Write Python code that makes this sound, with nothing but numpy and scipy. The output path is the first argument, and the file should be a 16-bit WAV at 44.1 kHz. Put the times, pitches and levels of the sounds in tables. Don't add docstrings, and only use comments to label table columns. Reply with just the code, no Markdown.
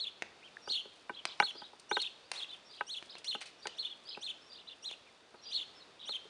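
import sys
import numpy as np
from scipy import signal
from scipy.fft import rfft, irfft
from scipy.io import wavfile
from scipy.ndimage import map_coordinates

SR = 44100
rng = np.random.default_rng(int(sys.argv[2]) if len(sys.argv) > 2 else 0)


def store_pcm(level_fs):
    pcm = np.round(np.clip(level_fs, -1, 1) * 32767).astype(np.int16)
    wavfile.write(sys.argv[1], SR, np.atleast_2d(pcm).T)


N = 277389
T = np.arange(N) / SR

# (frequency [Hz], relative density [dB])
HUSH_SPECTRUM = [(15, -70), (25, -19.5), (137, -9.5), (453, -2.5), (1220, -6.5), (1660, -8.5),
                 (2250, -10.5), (2550, -7.5), (3200, -11.5), (3640, -5), (4130, -14), (4460, -10),
                 (5460, -16.5), (8850, -26.5), (10800, -30), (14100, -39.5), (22000, -120)]
# (crest time [s], rise [s], level [dB], second hump gain [dB], scattered share [0-1])
NEAR_CHIRPS = [(.01, 0.022, -38.5, -3, 0.42), (0.708, 0.035, -36.5, 1.5, 0.42),
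               (.737, 0.033, -36, -4, 0.42), (1.445, 0.052, -36.5, -2.5, 0.19),
               (1.941, 0.05, -36.5, -2, 0.07), (2.007, 0.043, -38.5, 2.5, 0.48),
               (2.381, 0.053, -43, 3, 0.3), (2.924, 0.06, -40, -1.5, 0.08), (3.292, 0.043, -36, 0, 0.08),
               (3.797, 0.029, -38.5, 2, 0.48), (4.246, .04, -39.5, .5, 0.29),
               (4.867, 0.044, -38, -2.5, 0.25), (5.54, 0.043, -39.5, -3, 0.31),
               (5.556, .027, -36, -2, 0.48), (6.104, 0.052, -39.5, 2.5, 0.17)]
# (relative level in lead-in [dB], at full voice [dB])
CHIRP_OVERTONES = [(7.5, -23), (-5, -25.5), (-17, -36)]
# (frequency [Hz], gain [dB])
HEDGE_SPECTRUM = [(100, 9), (500, 0.5), (1500, -0.5), (3300, 0), (4300, -2), (5200, 5), (12000, -3.5)]
# (time [s], level [dB], decay [s], treble cut [Hz])
DRY_SNAPS = [(0.2221, -36, 0.0017, 5500), (1.2532, -33, 0.0021, 10700), (2.3159, -36.5, 0.0024, 17000),
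             (3.0255, -49, 0.00092, 3040), (3.153, -50.5, .0014, 3000), (3.6702, -38.5, 0.0032, 14000),
             (4.913, -51.5, 0.0005, 8800), (6.093, -53.5, 0.0004, 9000)]
# (frequency [Hz], gain [dB])
CRACK_SPECTRUM = [(60, 1.5), (250, -9.5), (500, -4), (1400, -7.5), (2700, -2), (3400, -10), (4300, -4),
                  (5500, -12.5), (7500, -17.5), (9000, -15), (12000, -33)]
# (start [s], length [s], middle pitch [Hz], slope [oct], arch [oct], level [dB])
FAR_PEEPS = [(0.417, 0.072, 3275, 0.24, 0.7, -55.5), (2.237, 0.033, 4580, .14, .05, -60.5),
             (4.049, .035, 4740, .22, .03, -55.5), (4.412, 0.032, 5320, -0.047, 0.023, -65),
             (5.06, 0.035, 2360, -0.41, -0.046, -62), (5.356, .058, 4320, -0.25, -0.016, -66),
             (5.424, .06, 2750, -.8, -0.025, -70), (5.749, 0.048, 5350, -0.028, 0.07, -63.5),
             (5.802, 0.034, 4060, -0.14, 0, -54.5)]
# (held note start [s], level [dB])
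FAR_WHISTLES = [(0.655, -52.5), (1.547, -55), (2.686, -55), (3.62, -56.5), (4.492, -56.5), (5.452, -51.5)]
# (time [s], level [dB], scrape length [s])
CAMERA_KNOCKS = [(.674, -46, 0.00235), (.701, -55, 0.0023), (.853, -54, .0024), (1.094, -39, 0.0043),
                 (1.3996, -23, 0.0028), (1.4228, -34, 0.0036), (1.55, -55, .0069), (1.617, -49, 0.0039),
                 (1.731, -55.5, 0.002), (1.912, -32, .0029), (1.967, -32, 0.0036), (2.808, -34, .0024),
                 (3.348, -43, 0.00488), (3.654, -42, .0028), (4.172, -47.5, 0.00084), (5.341, -55.5, 0.008),
                 (6.09, -48.5, 0.0021), (6.249, -58.5, 0.0027)]
# (frequency [Hz], relative level [dB], t60 [s])
BODY_MODES = [(159, -18, 0.055), (223, -14, 0.062), (290, -21.5, 0.1), (351.7, -12.5, 0.074),
              (425.5, -8, 0.061), (550, -7.5, 0.036), (832, -4, 0.054), (976, -6.5, 0.046),
              (1270, 0, 0.034), (1413, 5.5, 0.011), (1533, 5.5, 0.026), (1913, -0.5, 0.012),
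              (2314, 1.5, 0.022), (2840, -5, 0.04), (4460, 0.5, 0.0034), (5400, -5.5, 0.0066),
              (9300, 6, 0.0034)]
# (crest time [s], level [dB], second hump gain [dB])
SOFT_ANSWERS = [(1.149, -51, 3.5), (2.5, -47.5, 0.5), (3.883, -48, 3), (4.684, -49, -1), (6.006, -50, 1.5)]
# (first peak [s], length [s], warble rate [Hz], level [dB])
FAR_TRILLS = [(1.277, 0.057, 27, -51), (1.588, .095, 15, -55.5), (2.724, .11, 25.3, -56.5),
              (3.108, 0.083, 25.6, -55), (3.636, 0.13, 26, -56.5), (4.095, 0.069, 27, -47.5),
              (4.532, .095, 27, -55.5), (5.444, 0.083, 34, -54.5)]
# (time [s], level [dB], decay [s], bass cut [Hz])
LEAF_RUSTLES = [(1.7964, -56, 0.0047, 7100), (2.018, -43.5, 0.0054, 4400), (2.333, -42, 0.091, 500),
                (3.182, -55, 0.007, 5100), (3.244, -46, 0.0071, 3430), (3.4084, -55, 0.0016, 2520),
                (3.4132, -42, 0.014, 880), (3.4571, -48, 0.024, 1960)]


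def undb(db):
    return 10 ** (np.asarray(db) / 20)


def unit_rms(x):
    return x / np.sqrt(np.mean(x ** 2))


def add(out, time_s, x):
    i = int(round(time_s * SR))
    x, i = x[max(-i, 0):], max(i, 0)
    out[i:i + len(x)] += x[:max(len(out) - i, 0)]


def wander(size, rate_hz):
    at = np.arange(size) * rate_hz / SR
    return map_coordinates(rng.standard_normal(512), [at], order=3, mode="wrap")


def butter(x, hz, kind, order=2):
    return signal.sosfilt(signal.butter(order, min(hz, .45 * SR), kind, fs=SR, output="sos"), x)


def colour(x, spectrum):
    size = 4096
    hz, db = np.transpose(spectrum)
    bins_hz = np.arange(size // 2 + 1) * SR / size
    gain = undb(np.interp(np.log(bins_hz + 1), np.log(hz), db))
    cepstrum = irfft(np.log(gain))
    cepstrum[1:size // 2] *= 2
    cepstrum[size // 2 + 1:] = 0
    return signal.fftconvolve(x, irfft(np.exp(rfft(cepstrum))))[:len(x)]


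def burst(x, db, span_s):
    return x * undb(db) * np.sqrt(span_s * SR / np.sum(x ** 2))


def garden(hush_db=-61, sway_db=1.0, grass_db=-73, ticks_per_s=500, pass_s=3.0, spread_s=2.7):
    hush = unit_rms(colour(rng.standard_normal(N), HUSH_SPECTRUM))
    hush *= undb(hush_db + sway_db * wander(N, 3.797))
    ticks = rng.standard_normal(N) * (rng.random(N) < ticks_per_s / SR) * undb(4 * wander(N, 14))
    grass = unit_rms(butter(colour(ticks, CRACK_SPECTRUM), 4400, "high"))
    passing = np.exp(-((T - pass_s) / spread_s) ** 2 / 2)
    return hush + undb(grass_db) * grass * passing


def chirp(rise_s, fall_s, crest_hz, hump_effort, hump_db, scattered):
    hump_s, rest_hz, break_sag_hz, end_sag_hz = .037, 2783, 129.3, 205
    shoulder_effort, opening_effort = .42, .25
    closed_db, flutter_db, dull_db = -24, 4.0, -26
    jitter, drift, rasp, fray_rad = .053, .0139, .3, .5
    t = np.arange(0, rise_s + fall_s + hump_s, 1 / SR)
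    stage = np.interp(t, np.cumsum([0, rise_s, fall_s, hump_s]), np.arange(4))
    up, down, again = (np.clip(stage - k, 0, 1) for k in range(3))
    swell = np.sin(np.pi / 2 * up ** 1.5) ** 2
    sink = shoulder_effort * (1 - down ** 8) + (1 - shoulder_effort) * np.cos(np.pi / 2 * down) ** 2
    effort = swell * sink + hump_effort * np.abs(np.sin(np.pi * again)) ** .797
    rough = np.interp(down ** 1.44, [0, 1], [.13, .773])
    pitch_hz = rest_hz + (crest_hz - rest_hz) * effort
    pitch_hz -= break_sag_hz * down ** 4 + end_sag_hz * again ** 2
    pitch_hz *= 1 + jitter * rough * wander(len(t), 384.9) + drift * wander(len(t), 90.8)
    phase = 2 * np.pi * np.cumsum(pitch_hz) / SR
    closed = np.exp(-effort / opening_effort) * (1 - .39 * down)
    level_db = closed_db * closed + hump_db * down ** 4
    level_db += flutter_db * np.sqrt(rough) * np.tanh(wander(len(t), 288.7))
    voice = np.sin(phase) + rasp * rough * wander(len(t), 1800) * np.cos(phase)
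    frayed_phase = phase + fray_rad * np.sqrt(rough) * wander(len(t), 1100)
    for harmonic, (soft_db, full_db) in enumerate(CHIRP_OVERTONES, start=2):
        overtone_db = np.interp(up, [.25, .7], [soft_db, full_db]) + dull_db * scattered ** 2
        voice += undb(overtone_db) * np.sin(harmonic * frayed_phase)
    envelope = np.sqrt(2) * undb(level_db) * signal.windows.tukey(len(t), .06)
    return scatter(envelope * voice, scattered)


def scatter(x, share, decay_s=.0077):
    t = T[:SR // 16]
    paths = signal.fftconvolve(x, rng.standard_normal(len(t)) * np.exp(-t / decay_s))
    paths *= np.linalg.norm(x) / np.linalg.norm(paths)
    direct = np.pad(x, (0, len(t) - 1))
    return np.sqrt(1 - share) * direct + np.sqrt(share) * paths


def flock(typical_rise_s=.04, typical_fall_s=.035):
    out = np.zeros(N)
    for crest_s, rise_s, db, hump_db, scattered in NEAR_CHIRPS:
        fall_s = typical_fall_s * (typical_rise_s / rise_s) ** .41
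        call = chirp(rise_s, fall_s, crest_hz=4317, hump_effort=.56, hump_db=hump_db, scattered=scattered)
        add(out, crest_s - rise_s, undb(db) * call)
    return out


def hedges(x, early_db=-12, early_t60_s=.28, late_db=-18, late_t60_s=.62):
    t = T[:SR]
    echoes = rng.standard_normal(len(t)) * (1 - np.exp(-t / .0013))
    early = echoes * undb(-60 * t / early_t60_s)
    late = rng.permutation(echoes) * undb(-60 * t / late_t60_s) * (1 - np.exp(-t / .049))
    early *= undb(early_db) / np.linalg.norm(early)
    late *= undb(late_db) / np.linalg.norm(late)
    return signal.fftconvolve(x, colour(early + late, HEDGE_SPECTRUM))[:N]


def crack(decay_s, bass_hz, treble_hz, splinter=.91):
    t = T[:SR // 10]
    force = splinter * rng.standard_normal(len(t)) * np.exp(-t / decay_s)
    force[0] += 1
    return butter(butter(colour(force, CRACK_SPECTRUM), bass_hz, "high"), treble_hz, "low")


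def snaps(bass_hz=270):
    out = np.zeros(N)
    for time_s, db, decay_s, treble_hz in DRY_SNAPS:
        add(out, time_s, burst(crack(decay_s, bass_hz, treble_hz), db, span_s=.011))
    return out


def note(length_s, middle_hz, slope_oct, arch_oct, waver=.023):
    u = np.linspace(-1, 1, int(length_s * SR))
    pitch_hz = middle_hz * 2 ** (slope_oct * u / 2 - arch_oct * np.abs(u) ** 1.5)
    pitch_hz *= 1 + waver * wander(len(u), 385)
    envelope = np.sqrt(2 * (1 - u ** 2))
    return scatter(envelope * np.sin(2 * np.pi * np.cumsum(pitch_hz) / SR), share=.56)


def peeps():
    out = np.zeros(N)
    for start_s, length_s, middle_hz, slope_oct, arch_oct, db in FAR_PEEPS:
        add(out, start_s, undb(db) * note(length_s, middle_hz, slope_oct, arch_oct))
    return out


def pip(time_s=.569, hz=1720, db=-43, decay_s=.00088):
    out, t = np.zeros(N), T[:SR // 20]
    ring = t * np.exp(-t / decay_s) * np.sin(2 * np.pi * hz * t)
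    add(out, time_s, burst(ring, db, span_s=.0048))
    return out


def whistles(lead_ahead_s=.037, lead_gain_db=-8.5):
    out = np.zeros(N)
    for start_s, db in FAR_WHISTLES:
        lead = note(length_s=.04, middle_hz=5530, slope_oct=.025, arch_oct=0)
        held = note(length_s=.06, middle_hz=4752, slope_oct=0, arch_oct=.013)
        add(out, start_s - lead_ahead_s, undb(db + lead_gain_db) * lead)
        add(out, start_s, undb(db) * held)
    return out


def knocks(scrape=.13, rebound=.28, tick_db=-22, bass_ratio=.12):
    base_hz, hard_hz, hard_db, doubling_db = 400, 2920, -26, 10
    out, t = np.zeros(N), T[:SR // 6]
    body = sum((-1) ** k * undb(db - 60 * t / t60_s) * np.sin(2 * np.pi * hz * t)
               for k, (hz, db, t60_s) in enumerate(BODY_MODES))
    for time_s, db, scrape_s in CAMERA_KNOCKS:
        bright_hz = base_hz + hard_hz * 2 ** ((db - hard_db) / doubling_db)
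        force = scrape * rng.standard_normal(len(t)) * t / scrape_s * np.exp(1 - 2 * t / scrape_s)
        force[SR // 2000] += 1
        force[int(scrape_s * SR)] += rebound
        ring = signal.fftconvolve(force, body)[:len(t)]
        ring = butter(ring, bass_ratio * bright_hz, "high", order=1)
        knock = butter(ring, bright_hz, "low") + undb(tick_db) * ring
        add(out, time_s, burst(knock, db, span_s=.02))
    return out


def answers(rise_s=.028, fall_s=.014):
    out = np.zeros(N)
    for crest_s, db, hump_db in SOFT_ANSWERS:
        call = chirp(rise_s, fall_s, crest_hz=4038, hump_effort=.76, hump_db=hump_db, scattered=.86)
        add(out, crest_s - rise_s, undb(db) * call)
    return out


def trills(top_hz=4900, depth=.33, sink=.28, jitter=.0298, flutter_db=3, lead_cycles=.66):
    out = np.zeros(N)
    for peak_s, length_s, rate_hz, db in FAR_TRILLS:
        t = np.arange(-lead_cycles / rate_hz, length_s, 1 / SR)
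        arches = 1 - depth * np.abs(np.sin(np.pi * rate_hz * t)) ** 1.7
        sag = 1 - sink * (np.maximum(t, 0) / length_s) ** 1.5
        pitch_hz = top_hz * arches * sag * (1 + jitter * wander(len(t), 397))
        level_db = db + flutter_db * wander(len(t), 301)
        envelope = np.sqrt(2) * undb(level_db) * signal.windows.tukey(len(t), .3)
        call = envelope * np.sin(2 * np.pi * np.cumsum(pitch_hz) / SR)
        add(out, peak_s + t[0], scatter(call, share=.47, decay_s=.018))
    return out


def rustles(treble_hz=13500):
    out = np.zeros(N)
    for time_s, db, decay_s, bass_hz in LEAF_RUSTLES:
        add(out, time_s, burst(crack(decay_s, bass_hz, treble_hz), db, span_s=.011))
    return out


def scene(crack_send_db=2, crack_send_hz=4500, knock_send_db=-14):
    birds = flock() + answers() + trills() + whistles() + peeps()
    cracks = snaps() + rustles()
    bumps = knocks()
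    crack_send = undb(crack_send_db) * butter(cracks, crack_send_hz, "low", order=1)
    echo = hedges(birds + crack_send + undb(knock_send_db) * bumps)
    return (garden() + birds + echo + cracks + pip() + bumps)[None]


def record(dry, cut_hz=10400, leak_hz=13000, leak_db=-13, top_hz=15400):
    passband = butter(dry, cut_hz, "low", order=20)
    leak = undb(leak_db) * butter(dry, leak_hz, "high", order=10)
    return signal.sosfilt(signal.ellip(8, .2, 70, top_hz, fs=SR, output="sos"), passband + leak)


dry = scene()
out = record(dry)
store_pcm(out)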